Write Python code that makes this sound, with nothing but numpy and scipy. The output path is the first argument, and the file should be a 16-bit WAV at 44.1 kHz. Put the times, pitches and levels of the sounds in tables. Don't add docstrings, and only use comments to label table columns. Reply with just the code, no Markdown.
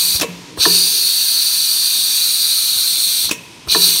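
import sys
import numpy as np
from scipy import signal
from scipy.fft import rfft, irfft
from scipy.io import wavfile
from scipy.ndimage import uniform_filter1d

SR = 44100
rng = np.random.default_rng(int(sys.argv[2]) if len(sys.argv) > 2 else 0)


def wav_out(sig):
    wavfile.write(sys.argv[1], SR, np.round(np.clip(np.atleast_2d(sig).T, -1, 1) * 32767).astype(np.int16))


N = 176400
USUAL_NOZZLE_HZ, NOZZLE_WIDTH_HZ = 4500, 250

# time in seconds, body level in dB, treble level in dB, pitch of the nozzle in Hz.
FIRST_BLAST = [(0.0, -14, -16.5, 4480), (0.084, -16, -16.5, 4470), (0.162, -13.5, -17, 4630),
               (0.192, -20.5, -27, 4260)]
LONG_BLAST = [(0.58, -40, -39, 4190), (0.6, -19, -28, 4130), (0.63, -11.5, -18.5, 4200),
              (0.68, -17.5, -20, 4400), (0.77, -15, -16.5, 4520), (0.89, -16, -17.5, 4470),
              (2.45, -15.5, -17.5, 4400), (2.68, -16, -17, 4340), (2.8, -16, -17.5, 4270),
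              (3.25, -16, -18, 4200), (3.27, -17, -22.5, 4210), (3.29, -20, -29.5, 4100)]
LAST_BLAST = [(3.674, -68, -46, 4230), (3.688, -22, -34.5, 4020), (3.72, -14, -19.5, 4200),
              (3.752, -14.5, -22.5, 4100), (3.784, -20, -20, 4270), (3.824, -14.5, -16, 4350),
              (3.886, -15, -16, 4230), (3.995, -16, -18, 4170)]
def air_jet():
    hiss = blast(FIRST_BLAST, fresh=False) + blast(LONG_BLAST) + blast(LAST_BLAST)
    return steel_reflections(nozzle_dip(hiss)) + squeals()


# frequency in Hz, level in dB.
JET_TONE = [(240, -102), (400, -30.5), (490, -58), (620, -33), (718, -40), (863, -31.5), (961, -31),
            (1480, -24), (1890, -27.5), (2200, -27.5), (2420, -18), (3090, -19.5), (3780, -4.5), (4250, -4),
            (4690, -2.5), (5140, -16), (5650, -9), (6470, -11.5), (6990, -16.5), (7550, -19.5), (8150, -10),
            (9300, -4.5), (10600, -14.5), (12500, -11.5), (14300, -10.5), (15800, -16.5)]
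# frequency in Hz, boost in dB.
SURGE_TONE = [(500, 12), (2000, 1), (2700, 8), (3400, 2), (4400, 5), (5300, 4.5), (6500, 5.5), (7600, 4),
              (9000, 3), (15000, 2.5)]
def blast(curve, fresh=True):
    times, body_db, treble_db, pitches = np.transpose(curve)
    jet_db, usual_body_db, usual_treble_db = -16, -16.5, -17
    treble_from_hz, crossover_hz = 6250, 815
    open_db_per_s, shut_db_per_s, settle_s = 1200, 700, 0.29

    def gain_db(hz, t):
        treble_share = (1 + np.tanh((hz - treble_from_hz) / crossover_hz)) / 2
        body = (1 - treble_share) * np.interp(t, times, body_db - usual_body_db)
        treble = treble_share * np.interp(t, times, treble_db - usual_treble_db)
        opening = open_db_per_s * np.maximum(times[0] - t, 0)
        shutting = shut_db_per_s * np.maximum(t - times[-1], 0)
        age_s = np.maximum(t - times[0], 0)
        surge = fresh * read(SURGE_TONE, hz) * np.exp(-(age_s / settle_s) ** 2)
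        flutter = 0.07 * (1 - treble_share) * unit(uniform_filter1d(rng.standard_normal(len(t)), 12))
        patches = smooth_random(hz, t, frames=30, bands=4)
        nozzle_hz = np.interp(t, times, pitches)
        resonance = 5 * bell(hz, nozzle_hz, NOZZLE_WIDTH_HZ)
        drift = read(JET_TONE, hz * (USUAL_NOZZLE_HZ / nozzle_hz) ** .35) - read(JET_TONE, hz)
        return body + treble - opening - shutting + surge + drift + resonance + flutter + patches
    return amp(jet_db) * shaped(noise(JET_TONE), gain_db)


def nozzle_dip(hiss):
    times, _, _, pitches = np.transpose(FIRST_BLAST + LONG_BLAST + LAST_BLAST)

    def gain_db(hz, t):
        nearness = np.clip(1 + (np.interp(t, times, pitches) - USUAL_NOZZLE_HZ) / NOZZLE_WIDTH_HZ, 0, 1)
        return 5 * nearness * bell(hz, 4865, width_hz=55) - 9 * bell(hz, 5010, width_hz=85)
    return shaped(hiss, gain_db, size=2048)


def steel_reflections(hiss, depth_db=1.8):
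    ripple_db = lambda hz, t: depth_db * smooth_random(hz, t, frames=70, bands=2, mode="wrap")
    return shaped(hiss, ripple_db, size=1024)


# loudest moment in seconds, level in dB.
SQUEALS = [(0.697, -22), (3.792, -25)]
def squeals(width_s=.008):
    t = np.arange(N) / SR
    level = sum(amp(db) * np.exp(-((t - peak_s) / width_s) ** 2 / 2) for peak_s, db in SQUEALS)
    return level * band(12400, width_hz=380)


# start in seconds, level in dB.
THUMPS = [(0.149, -26), (0.574, -19), (2.763, -37.5), (3.243, -32), (3.673, -24)]
# frequency in Hz, level in dB, seconds to fade by 60 dB.
THUMP_TONE = [(20, -40, 0.1), (45, -3, 0.15), (72.6, 6, .17), (162, -19, 0.086), (335, -10.5, 0.11),
              (705, -18, 0.11), (1150, -11, 0.078), (1800, -26.5, 0.073), (5000, -35, .04)]
def valve():
    return place((start, amp(db) * burst(THUMP_TONE, rise_s=0.00043)) for start, db in THUMPS)


# start in seconds, level in dB.
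CLUNKS = [(0.653, 4.5), (3.747, 2.5)]
# pitch in Hz, level in dB, then fade, delay and rise times in seconds.
FRAME_NOTES = [(176.5, -26, 0.6, 0.0036, 0.031), (329, -14.5, 0.078, .009, 0.0022),
               (337, -35, 0.58, 0.0046, .006), (379, -29.5, 0.46, .01, 0.0034),
               (410, -31, 0.45, .014, 0.004), (444, -20.5, 0.1, 0.0077, 0.0043),
               (668, -16, 0.03, 0.0078, 0.0016), (959, -22, 0.16, 0.0062, 0.002),
               (1084, -8.5, 0.02, 0.00089, 0.0014), (1360, -8, 0.0079, 0.004, 0.00053),
               (1764, -7, 0.024, 0.00054, 0.0014)]
# frequency in Hz, level in dB, fade time in seconds.
FRAME_RINGING = [(152, -11, 0.52), (340, -2, 0.43), (456, 7, 0.28), (513, -2, 0.18), (700, -7, 0.27),
                 (790, -4, 0.11), (990, -4, 0.25), (1760, 0, 0.04), (2100, -35, 0.025)]
def cylinder():
    clunks = []
    for start, db in CLUNKS:
        ringing = amp(-27) * burst(FRAME_RINGING, rise_s=0.00084)
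        clunks.append((start, amp(db) * (ring(FRAME_NOTES) + ringing)))
    return place(clunks)


# start in seconds, then click, ring and knock levels in dB.
CLACKS = [(0.2148, -16, -9.5, -24), (0.2178, -12, -9, -7), (0.2281, -17.5, -16, 0),
          (3.3110, -12.5, -3, -11.5)]
# pitch in Hz, level in dB, then fade, delay and rise times in seconds.
SLIDE_NOTES = [(225, -17, 0.06, 0, 0.002), (304, -10, 0.055, 0, 0.0016), (960, -33, 0.32, 0, 0.002),
               (1868, -38, 0.35, 0, 0.001), (2368, -37, .3, 0, 0.001), (2560, -1, 0.032, 0, 0.0018),
               (2546, -40, 0.6, 0, .001), (2593, -27, 0.2, 0, 0.001), (2980, -23, .06, 0, .001),
               (5600, -9, 0.02, 0.001, 0.0009)]
BED_NOTES = [(176.3, -26.5, 0.39, 0.056, 0.0036), (234, -33, 0.31, 0.022, .002),
             (309, -34.5, 0.29, 0.0085, 0.004), (405, -15.5, 0.022, 0.00059, 0.00051),
             (458, -17, 0.095, 0.013, 0.0011), (538, -16, 0.03, 0.016, 0.00052),
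             (622, -9.5, 0.032, 0, 0.0022), (960, -34, 0.22, 0, .001),
             (1093, -16.5, 0.044, 0.0064, 0.00067), (1786, -20, 0.047, 0, 0.0013)]
# frequency in Hz, level in dB, fade time in seconds.
JANGLE_TONE = [(200, -23, 0.22), (1490, -25, 0.24), (2620, 13, 0.18), (3800, -6, 0.2), (4870, -19, 0.21),
               (5500, 11, 0.19), (8800, 10, 0.12), (15000, 1, 0.12)]
def slide():
    clacks = []
    for start, click_db, ring_db, knock_db in CLACKS:
        ringing = ring(SLIDE_NOTES) + amp(-16) * burst(JANGLE_TONE, rise_s=0.0019)
        click = amp(click_db) * contact_click(rise_s=0.00055)
        knock = amp(knock_db) * ring(BED_NOTES)
        clacks.append((start, click + amp(ring_db) * ringing + knock))
    return place(clacks)


# start in seconds, level in dB.
TICKS = [(0.1975, -9), (0.2112, -7), (3.2925, -13), (3.3072, -19)]
# pitch in Hz, level in dB, then fade, delay and rise times in seconds.
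LATCH_NOTES = [(4900, -6, .008, 0, .0003), (5520, -1, .014, 0, .0003), (6100, -4, .01, 0, .0003)]
def latch():
    ping = ring(LATCH_NOTES)
    return place((start, amp(db) * (ping + amp(-5) * contact_click(rise_s=0.00012)))
                 for start, db in TICKS)


# frequency in Hz, level in dB, fade time in seconds.
CLICK_TONE = [(200, -2.5, 0.057), (1000, 0.5, 0.03), (1470, -3.5, 0.098), (3430, 0.5, 0.11),
              (6240, 2.5, 0.037), (8050, -3.5, 0.061), (15000, -4.5, 0.031)]
def contact_click(rise_s):
    return burst(CLICK_TONE, rise_s)


# start in seconds, end in seconds, level in dB.
TRAVEL = [(0.067, 0.607, -42), (0.668, 0.88, -45.5), (2.915, 3.25, -55.5), (3.32, 3.664, -44.5),
          (3.786, 3.997, -42.5)]
# pitch in Hz, width in Hz, level in dB.
HUM_BANDS = [(176, 5.8, -6), (292, 65, -6.5), (422, 120, -9.5), (975, 60, -8.5), (132, 22, -5.5)]
def frame_hum():
    level = sum(amp(db) * during(start, end, fade_s=0.13) for start, end, db in TRAVEL)
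    return level * unit(sum(amp(db) * band(hz, width) for hz, width, db in HUM_BANDS))


# frequency in Hz, level in dB.
RUB_TONE = [(500, -6), (1200, -4), (3800, -1), (7000, -5), (14000, -50)]
def head_rub():
    return amp(-42.5) * during(0, 0.5, fade_s=0.044) * noise(RUB_TONE)


def slide_song(pitch_hz=2550):
    tone = np.sin(2 * np.pi * pitch_hz * np.arange(N) / SR)
    return amp(-48.5) * during(3.52, 3.65, fade_s=0.044) * tone


# frequency in Hz, level in dB, fade time in seconds.
HALL_TONE = [(100, -10, 1.6), (395, 7.5, 1.3), (1000, 5.5, 0.76), (1790, 8, 0.74), (2740, 14.5, 0.4),
             (4350, -16, 1.3), (6330, -2, 1.2), (9100, -10.5, 2), (15000, -2, 0.66)]
def hall(sound):
    tail = burst(HALL_TONE, rise_s=0.0029)
    return signal.fftconvolve(sound, tail / np.linalg.norm(tail))[:N]


# frequency in Hz, level in dB.
RUMBLE_TONE = [(12, -50), (20, -39), (53, -1.5), (87, -3.5), (144, -6), (177, 2.5), (203, -2.5), (327, 3.5),
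               (460, -39), (520, -27), (680, -46), (1140, -120)]
WASH_TONE = [(240, -16.5), (400, -15), (745, -12), (935, -10.5), (1610, -15.5), (2300, -8.5), (3100, -9),
             (5600, -12), (12000, -30.5), (15000, -62)]
def factory():
    return amp(-50) * noise(RUMBLE_TONE) + amp(-42) * noise(WASH_TONE)


def amp(db):
    return 10 ** (np.asarray(db) / 20)


def unit(x):
    return x / np.sqrt(np.mean(x ** 2) + 1e-20)


def read(points, hz, column=1):
    table = np.array(points, float)
    return np.interp(np.log(hz + 1), np.log(table[:, 0] + 1), table[:, column])


def place(events):
    track = np.zeros(N)
    for start, sound in events:
        part = track[round(start * SR):][:len(sound)]
        part += sound[:len(part)]
    return track


def during(start, end, fade_s):
    t = np.arange(N) / SR
    return np.clip(1 + np.minimum(t - start, end - t) / fade_s, 0, 1)


def bell(hz, centre_hz, width_hz):
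    return np.exp(-((hz - centre_hz) / width_hz) ** 2)


def smooth_random(hz, t, frames, bands, mode="reflect"):
    slow = uniform_filter1d(rng.standard_normal((len(hz), len(t))), frames, axis=1, mode=mode)
    return unit(uniform_filter1d(slow, bands, axis=0))


def noise(tone, size=N):
    hz = np.fft.rfftfreq(size, 1 / SR)
    phases = np.exp(2j * np.pi * rng.random(len(hz)))
    return unit(irfft(amp(read(tone, hz)) * phases, size))


def band(hz, width_hz):
    offset = (np.fft.rfftfreq(N, 1 / SR) - hz) / width_hz
    return unit(irfft(rfft(rng.standard_normal(N)) / (1 + offset ** 2), N))


def shaped(x, gain_db, size=256):
    frames = dict(nperseg=size, noverlap=size - size // 4)
    hz, t, spectrum = signal.stft(x, SR, **frames)
    return signal.istft(spectrum * amp(gain_db(hz[:, None], t)), SR, **frames)[1][:len(x)]


def burst(tone, rise_s):
    fading = shaped(noise(tone, SR), lambda hz, t: -60 * t / read(tone, hz, column=2))
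    return fading * (1 - np.exp(-np.arange(SR) / SR / rise_s))


def ring(notes):
    out = np.zeros(SR)
    for hz, db, fade_s, delay_s, rise_s in notes:
        t = np.maximum(np.arange(SR) / SR - delay_s, 0)
        envelope = amp(db - 60 * t / fade_s) * (1 - np.exp(-t / rise_s))
        out += envelope * np.sin(2 * np.pi * hz * t)
    return out


def scene():
    machine = air_jet() + valve() + cylinder() + latch() + slide()
    machine += frame_hum() + head_rub() + slide_song()
    middle = machine + amp(-18.5) * hall(machine) + factory()
    side = amp(-48.5) * hall(machine)
    return np.array([middle + side, middle - side])


def record(dry, low_cut_hz=48, knee=.8, high_cut_hz=15780):
    x = signal.sosfilt(signal.butter(2, low_cut_hz, "high", fs=SR, output="sos"), dry)
    clean = np.clip(x, -knee, knee)
    limited = clean + (1 - knee) * np.tanh((x - clean) / (1 - knee))
    low_pass = signal.firwin(511, high_cut_hz, window=("kaiser", 9), fs=SR)
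    return signal.oaconvolve(limited, low_pass[None], "same")


dry = scene()
out = record(dry)
wav_out(out)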